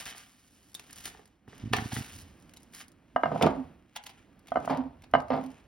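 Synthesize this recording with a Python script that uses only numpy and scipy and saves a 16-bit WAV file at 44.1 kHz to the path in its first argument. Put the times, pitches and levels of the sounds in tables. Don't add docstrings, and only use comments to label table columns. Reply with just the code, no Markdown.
import sys
import numpy as np
from scipy import signal
from scipy.fft import rfft, irfft, next_fast_len
from scipy.io import wavfile
from scipy.ndimage import map_coordinates

SR = 44100
rng = np.random.default_rng(int(sys.argv[2]) if len(sys.argv) > 2 else 0)


def file_out(sig):
    cols = np.atleast_2d(sig).T
    lim = np.clip(cols, -1, 1)
    pcm = np.round(lim * 32767).astype(np.int16)
    wavfile.write(sys.argv[1], SR, pcm)


N = 250047


def amp(db):
    return 10 ** (np.asarray(db) / 20)


def unit(x):
    return x / np.sqrt(np.mean(x ** 2) + 1e-20)


def along(points, hz):
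    freqs, values = np.transpose(points)
    return np.interp(np.log(hz + 1), np.log(freqs + 1), values)


def fade(t, fade_s):
    return amp(-60 * t / fade_s)


def swell(start, hold_s, rise_s, fade_s):
    t = np.arange(N) / SR - start
    return fade(np.maximum(-t, 0), rise_s) * fade(np.maximum(t - hold_s, 0), fade_s)


def swells(rows, rise_s, fade_s):
    return np.linalg.norm([amp(db) * swell(s, hold, rise_s, fade_s) for s, hold, db in rows], axis=0)


def wobble(per_s):
    return map_coordinates(rng.standard_normal(N // 20), [np.arange(N) * per_s / SR], mode="mirror")


def grains(per_s, spread_db):
    sizes = amp(spread_db * np.clip(rng.standard_normal(N), -2, 2)) * rng.choice([-1, 1], N)
    return unit(sizes * (rng.random(N) < per_s / SR))


def filtered(x, response):
    n = x.shape[-1]
    size = next_fast_len(n + 8192)
    return irfft(rfft(x, size) * response(np.fft.rfftfreq(size, 1 / SR)), size)[..., :n]


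def coloured(x, tone):
    size = 4096
    cepstrum = irfft(np.log(amp(along(tone, np.fft.rfftfreq(size, 1 / SR)))))
    cepstrum[1:size // 2] *= 2
    cepstrum[size // 2 + 1:] = 0
    return signal.fftconvolve(x, irfft(np.exp(rfft(cepstrum))))[:len(x)]


def add(track, start, sound, peak_db):
    part = track[max(round(start * SR), 0):][:len(sound)]
    part += (amp(peak_db) * sound / np.abs(sound).max())[:len(part)]


def softened(x, corner_hz):
    return filtered(x, lambda hz: 1 / (1 + 1j * hz / corner_hz * np.sqrt(2) - (hz / corner_hz) ** 2))


def struck(blows, notes, crack_db):
    out, t = np.zeros(N), np.arange(SR // 5) / SR
    for start, db, hardness_hz in blows:
        detune = 1 + 0.029 * rng.standard_normal(len(notes))
        ring = np.zeros(len(t))
        for k, (hz, note_db, fade_s) in enumerate(notes):
            level = amp(note_db + rng.normal(0, 1)) * fade(t, fade_s)
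            ring += (-1) ** k * level * np.sin(2 * np.pi * hz * detune[k] * t)
        crack = amp(crack_db) * rng.standard_normal(len(t)) * fade(t, .015)
        onset = 1 - np.exp(-t / 0.000093)
        add(out, start, softened((ring + crack) * onset, hardness_hz), db)
    return out


# time in seconds, relative level in dB.
NOISE_LEVELS = [(0, -63), (.4, -67), (1.1, -57), (1.4, -67.5), (1.6, -52), (2.3, -56), (3.1, -61),
                (3.65, -52), (3.9, -64), (4.2, -59), (5.67, -57.5)]
# frequency in Hz, relative level in dB.
NOISE_TONE = [(20, -28), (40, 2.5), (65, 0.5), (140, -2.5), (270, 0.5), (420, -12), (700, -14), (1200, -18),
              (2200, -22), (2750, -23), (3500, -28.5), (5000, -35), (16000, -42)]
def kitchen():
    times, levels_db = np.transpose(NOISE_LEVELS)
    level = amp(np.interp(np.arange(N) / SR, times, levels_db) - 1.5)
    shared, apart = (unit(coloured(rng.standard_normal(N), NOISE_TONE)) for _ in range(2))
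    return level * (shared + amp(-18) * apart * np.array([[1], [-1]]))


# frequency in Hz, fade time in seconds.
ECHO_FADES = [(150, 0.36), (1000, 0.37), (4000, 0.13), (12000, 0.032)]
def room_echo(x):
    hz, t, spectra = signal.stft(rng.standard_normal((2, SR // 2)), SR, nperseg=256)
    spectra *= fade(t, along(ECHO_FADES, hz)[:, None])
    spectra[1] *= np.clip(hz / 1400, 0, 1)[:, None]
    mid, side = signal.istft(spectra, SR, nperseg=256)[1]
    tail = np.array([mid + side, mid - side]) / np.linalg.norm(mid)
    return signal.fftconvolve(np.pad(x, (200, 0))[None], tail, axes=1)[:, :N]


# delay in seconds, left gain, right gain.
WALL_ECHOES = [(.00062, 0.034, 0.065), (.00112, 0.025, -0.12), (.0018, -0.072, 0.03), (.0029, 0.069, 0.007),
               (.0043, .05, .2), (.0066, 0.16, 0.072)]
def near_walls(x):
    return filtered(x, lambda hz: 1 + sum(np.outer([left, right], np.exp(-2j * np.pi * hz * delay))
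                                          for delay, left, right in WALL_ECHOES))


# start in seconds, hold in seconds, level in dB.
LEANS = [(2.14, 0.058, -51.5), (3.49, 0.013, -49.5), (4.57, 0.29, -54), (4.9, 0.046, -61),
         (5.15, 0.015, -46)]
RUMBLE_TONE = [(25, -19.5), (55, -5.5), (80, 1), (130, -10.5), (250, -41), (600, -74.5)]
def counter_rumble():
    return swells(LEANS, rise_s=0.16, fade_s=0.76) * unit(coloured(rng.standard_normal(N), RUMBLE_TONE))


# start in seconds, hold in seconds, relative level in dB.
ROCKING = [(3.17, 0.25, -52), (3.44, 0.065, -30), (3.58, 0.023, -32.5), (4.54, 0.041, -51.5),
           (4.71, .15, -35.5), (5.15, .025, -32.5), (5.32, 0.152, -34)]
def counter_hum(pitch_hz=261.8, waver_db=5):
    level = amp(-3.5) * swells(ROCKING, rise_s=0.069, fade_s=0.12)
    phase = 2 * np.pi * pitch_hz * np.arange(N) / SR + 0.3 * wobble(30)
    return level * unit(np.sin(phase) * amp(waver_db * wobble(40)))


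# start in seconds, level in dB, fade in seconds, extra dB of boom.
DROPS = [(3.234, -35, 0.35, 0.5), (3.319, -38, 0.63, 1.5), (3.41, -24.5, 0.29, -1.5),
         (3.429, -26.5, 0.32, -1.5), (4.572, -50, 0.78, 9), (4.696, -26, 0.36, -8),
         (5.148, -33, 0.29, -2.5), (5.302, -24.5, 0.2, -12), (5.33, -33, 0.39, 0.5)]
CHATTER_TONE = [(50, -23), (150, -14.5), (250, -5), (370, -22), (520, 3), (690, 3.5), (900, 2.5),
                (1200, -7.5), (1600, -15), (2200, -19.5), (3200, -26), (5000, -32), (9000, -62.5)]
BOOM_TONE = [(40, -35.5), (90, -7.5), (120, -6), (155, 8), (185, -4), (250, 4.5), (320, -7.5), (380, -5),
             (500, -10), (900, -27.5), (3000, -73.5)]
def dish_settling():
    out, chatter, boom = np.zeros((3, N))
    t = np.arange(SR // 2) / SR
    for start, db, fade_s, boom_db in DROPS:
        add(chatter, start, fade(t, fade_s), db)
        add(boom, start, fade(t, fade_s), db + boom_db)
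    for force, tone in ((chatter, CHATTER_TONE), (boom, BOOM_TONE)):
        contacts = grains(per_s=900, spread_db=-0.5)
        out += coloured(contacts * force, tone) / np.std(coloured(contacts, tone))
    return out


# start in seconds, peak in dB, hardness in Hz (higher is
# brighter), number of hits, gap in seconds, dB lost per bounce (below zero it grows).
DISH_HITS = [(3.161, -11, 1650, 2, .015, 15), (3.234, -10, 1700, 2, .023, 5),
             (3.316, -19.5, 800, 2, .042, -1.5), (3.415, -18, 800, 1, 0, 0),
             (3.432, -15, 863, 2, .012, -0.5), (3.4675, -10, 1055, 1, 0, 3), (4.519, -18.5, 1150, 1, 0, -2),
             (4.557, -14.5, 1388, 2, .012, 0), (4.647, -32.5, 1200, 1, 0, 0),
             (4.675, -17.5, 1180, 2, .022, 4), (5.137, -5.5, 2616, 2, .013, 0.5),
             (5.302, -23, 1760, 4, .027, 1.5)]
def dish_bounces():
    return [(start + gap_s * k, db - loss_db * k, hardness_hz * 0.77 ** k)
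            for start, db, hardness_hz, count, gap_s, loss_db in DISH_HITS for k in range(count)]


# pitch in Hz, relative level in dB, fade in seconds.
DISH_NOTES = [(255, -17, 0.056), (594, -1.5, 0.013), (698.6, 6, 0.022), (807, 6, 0.009), (972, 0.5, 0.014),
              (1253, -8.5, 0.044), (1541, -13.5, 0.06), (1785, -22.5, 0.059), (2070, -13.5, 0.026),
              (2920, -20, 0.023), (2982, -16.5, 0.071), (3300, -24.5, 0.021), (3830, -26.5, 0.036),
              (4820, -39, .025)]
CLICK_TONE = [(1000, -13.5), (3000, -3), (4800, 0), (6500, -8), (9000, -21), (16000, -34.5)]
def dish_knocks():
    out, t = struck(dish_bounces(), DISH_NOTES, crack_db=-25.5), np.arange(SR // 25) / SR
    for start, db, _ in dish_bounces():
        click = rng.standard_normal(len(t)) * fade(t, 0.029)
        add(out, start, coloured(click, CLICK_TONE), db - 37.5)
    return out


# start in seconds, length in seconds, first peak in dB.
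SHOVES = [(1.486, .005, -39.5), (1.64, .056, -26), (1.717, .04, -24), (1.785, .04, -24), (1.86, .005, -24),
          (1.934, .005, -23.5), (1.972, .04, -24.5), (3.447, .04, -29)]
THUD_TONE = [(30, -12.5), (70, 0), (120, 10), (170, -4.5), (230, 4), (330, -8), (430, -30), (700, -60)]
def bumps(gap_s=0.019, jitter_s=.0028, loss_db_per_s=42):
    out, size = np.zeros(N), SR // 20
    thud = filtered(signal.unit_impulse(size, "mid"), lambda hz: amp(along(THUD_TONE, hz)))
    lead_s = size / 2 / SR
    for (start, length_s, db), slips in zip(SHOVES, rng.standard_normal((len(SHOVES), 16))):
        for after, slip in zip(np.arange(0, length_s, gap_s), slips):
            when = start + after + jitter_s * slip * (after > 0)
            add(out, when - lead_s, thud, db - loss_db_per_s * after)
    for start, db, _ in dish_bounces():
        add(out, start - lead_s, thud, db - 33.5)
    return out


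# start in seconds, hold in seconds, relative level in dB.
EGG_PRESSES = [(3.38, 0.087, -62.5), (4.03, 0.15, -73.5), (4.66, 0.027, -67), (5.02, 0.014, -87),
               (5.36, 0.2, -72.5)]
FIZZ_TONE = [(500, -11.5), (1500, 5.5), (2700, 8), (4500, -4.5), (7000, -2.5), (11000, -11), (16000, -23)]
def egg_fizz():
    level = amp(7.5) * swells(EGG_PRESSES, rise_s=0.72, fade_s=0.47)
    fizz = unit(amp(2.3 * wobble(55)) * coloured(grains(per_s=2600, spread_db=5), FIZZ_TONE))
    crackle = unit(coloured(grains(per_s=120, spread_db=9), FIZZ_TONE))
    return level * (fizz + amp(-3) * crackle)


# start in seconds, peak in dB, starting pitch in Hz.
AIR_POCKETS = [(3.42, -23.5, 370), (3.459, -15, 368)]
def gulps(rise_hz_per_s=900):
    out, t = np.zeros(N), np.arange(SR // 8) / SR
    for start, db, hz in AIR_POCKETS:
        phase = 2 * np.pi * (hz + rise_hz_per_s * t / 2) * t
        add(out, start, np.sin(phase) * fade(t, 0.028), db)
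    return out


# start in seconds, peak in dB, hardness in Hz.
TUB_HITS = [(.148, -42, 3000), (.797, -49, 1000), (.899, -44, 1800), (1.056, -38.5, 3000),
            (1.075, -44, 900), (1.148, -43, 800), (1.193, -44.5, 700), (1.478, -42.5, 700),
            (1.53, -41, 897), (1.734, -11, 3000), (1.785, -24, 1500), (1.965, -25.5, 1500)]
# pitch in Hz, relative level in dB, fade in seconds.
TUB_NOTES = [(404, -10.5, 0.047), (714, -3, 0.031), (786, 0.5, 0.016), (1233, -0.5, 0.01),
             (1588, 2, 0.0086), (1834, 1.5, 0.026), (2590, -9.5, 0.028), (2940, 1, 0.011), (3584, -4, 0.01)]
def tub_taps():
    return struck(TUB_HITS, TUB_NOTES, crack_db=-9)


# start, hold and fade in seconds, then relative rustle and grit levels in dB.
STROKES = [(0, 0.0017, .18, -39.5, -49.5), (0.059, 0.041, .22, -44, -54), (0.157, 0.016, 0.52, -52, -59),
           (0.293, 0.41, 0.25, -71.5, -72.5), (0.76, 0.28, .3, -62.5, -70),
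           (0.96, 0.037, 0.34, -57.5, -56.5), (1.042, .03, 0.13, -48, -52.5),
           (1.055, 0.0062, 0.19, -44, -48.5), (1.116, 0.034, 0.58, -61.5, -72.5),
           (1.484, 0.16, 0.73, -60.5, -81), (1.764, 0.31, 0.77, -51, -59.5),
           (1.93, .04, 0.33, -52.5, -47.5), (2.124, 0.096, 0.075, -71, -59), (2.27, 0.48, 0.91, -75, -81.5),
           (2.737, 0.075, .15, -55.5, -58), (2.805, 0.013, 0.07, -48.5, -61.5)]
RUSTLE_TONE = [(150, 1.5), (400, -10.5), (850, -3), (1150, -4), (1750, -2.5), (2250, 1.5), (3000, 0),
               (4200, -4.5), (6000, -4), (9000, -11.5), (16000, -30)]
GRIT_TONE = [(1500, -13), (4000, 4), (6500, 6), (10000, 4.5), (13000, 1.5), (16000, -3)]
def crumbs(rise_s=0.027, clump_db=1):
    strokes = [np.outer(amp([rustle_db, grit_db]), swell(start, hold_s, rise_s, fade_s))
               for start, hold_s, fade_s, rustle_db, grit_db in STROKES]
    rustle_level, grit_level = np.linalg.norm(strokes, axis=0)
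    clumps = amp(clump_db * wobble(140))
    rubbing = coloured(grains(per_s=2200, spread_db=5), RUSTLE_TONE)
    ringing = filtered(rubbing, lambda f: sum(amp(db) / (1 + 2j * (f - hz) * fade_s / 2.2)
                                              for hz, db, fade_s in TUB_NOTES))
    rustle = unit(clumps * (unit(rubbing) + amp(-8) * unit(ringing)))
    grit = unit(clumps * coloured(grains(per_s=2200, spread_db=5), GRIT_TONE))
    return rustle_level * rustle + amp(4.5) * grit_level * grit


# start in seconds, relative peak in dB, extra dB for the low part.
CLEAR_TICKS = [(.0548, -33, -25), (.18, -38, -25), (.7434, -33.5, -11), (.7492, -30, -14),
               (.7952, -35.5, 10.5), (.9083, -42, 2), (.9289, -33, -4), (1.055, -26, -2), (1.256, -47.5, 7),
               (1.5799, -43.5, -5.5), (2.4935, -46, 15), (2.5366, -44, 8), (2.5706, -41.5, 6),
               (2.6309, -47.5, -8), (2.7479, -33, -9.5), (2.8817, -45.5, -20.5), (4.038, -38.5, 10.5),
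               (4.471, -43, 12), (4.655, -40, -21.5), (4.7725, -39.5, 19), (5.0212, -45.5, 11),
               (5.2023, -41, 28), (5.2832, -49, 17), (5.438, -44.5, 9), (5.462, -44.5, 7)]
# start in seconds, peak in dB, pitch in Hz.
RIM_PINGS = [(.750, -29.5, 3640), (2.564, -53.5, 3030), (2.57, -46, 3920)]
def ticks(stray_within_s=.1, stray_db=-54.5, stray_spread_db=2.5):
    out, t = np.zeros(N), np.arange(SR // 25) / SR
    draws = rng.uniform(-1, 1, (len(CLEAR_TICKS), 2, 2))
    strays = [(abs(start + stray_within_s * when), stray_db + stray_spread_db * size, 0)
              for (start, _, _), pair in zip(CLEAR_TICKS, draws) for when, size in pair]
    onset = 1 - np.exp(-t / 0.00027)
    for start, db, low_db in CLEAR_TICKS + strays:
        snap = rng.standard_normal(len(t)) * fade(t, 0.02) * onset
        add(out, start, coloured(snap, GRIT_TONE) + amp(low_db) * coloured(snap, RUSTLE_TONE), db + 1.5)
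    for start, db, hz in RIM_PINGS:
        add(out, start, np.sin(2 * np.pi * hz * t) * fade(t, .022), db)
    return out


# time in seconds, peak in dB, fade in seconds, brightness in Hz.
MEAT_SLAPS = [(1.735, -12.5, 0.022, 2830), (1.745, -26, .27, 1900), (1.768, -21, 0.016, 8700),
              (1.922, -29.5, .06, 2340), (1.963, -29, 0.13, 2450), (3.426, -15, .025, 5860),
              (3.466, -25.5, 0.014, 3000), (3.964, -25.5, .022, 12000), (3.973, -28.5, 0.0092, 5020),
              (4.065, -30.5, .05, 12100), (4.095, -40, 0.071, 6940), (4.484, -41.5, .036, 5200),
              (4.701, -36.5, 0.12, 4230), (5.04, -43.5, .024, 2480)]
MEAT_TONE = [(100, -11), (400, -22.5), (600, -4.5), (800, 6.5), (1200, -7.5), (1800, -3), (2300, -1),
             (3000, 0.5), (5000, -5.5), (10000, -9.5), (16000, -11)]
def cutlet_slaps(rise_s=.018):
    out, t = np.zeros(N), np.arange(SR // 5) / SR - rise_s
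    for when, db, fade_s, bright_hz in MEAT_SLAPS:
        noise = rng.standard_normal(len(t))
        roughness_db = 3 * np.repeat(rng.standard_normal(len(t)), 32)[:len(t)]
        spray = noise * amp(roughness_db - 60 * np.maximum(t / fade_s, -t / rise_s))
        slap = filtered(coloured(spray, MEAT_TONE), lambda hz: 1 / (1 + 1j * hz / bright_hz))
        add(out, when - rise_s, slap, db)
    return out


# frequency in Hz, left minus right level in dB.
MIC_BALANCE = [(60, -1.5), (110, -2.3), (200, -4.2), (330, -6), (500, -7), (750, -3.5), (1150, 1.8),
               (2380, -.5), (4200, -1), (8000, 0)]
# frequency in Hz, how far left is ahead in radians.
MIC_PHASE = [(20, 0), (260, .1), (560, .75), (1000, .45), (2000, .15), (2900, 1), (5300, .35), (6550, 2.7),
             (8180, 3.6), (9730, 6.1), (11600, 6.7), (12600, 9.2), (14500, 9.7), (15600, 12.4)]
def scene():
    dish = dish_knocks() + dish_settling() + counter_hum()
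    meat = cutlet_slaps() + gulps() + tub_taps()
    coating = crumbs() + egg_fizz() + ticks()
    echo = room_echo(amp(-17) * dish + amp(-12.5) * meat + amp(-15) * coating)
    mix = near_walls(dish + meat + coating) + bumps() + counter_rumble() + echo + kitchen()
    half = np.array([[.5], [-.5]])
    return filtered(mix, lambda hz: amp(half * along(MIC_BALANCE, hz))
                    * np.exp(1j * half * along(MIC_PHASE, hz)))


def record(dry, bass_hz=42, top_hz=16200):
    return filtered(dry, lambda hz: hz ** 2 / np.hypot(hz ** 2, bass_hz ** 2) * (hz < top_hz))


dry = scene()
out = record(dry)
file_out(out)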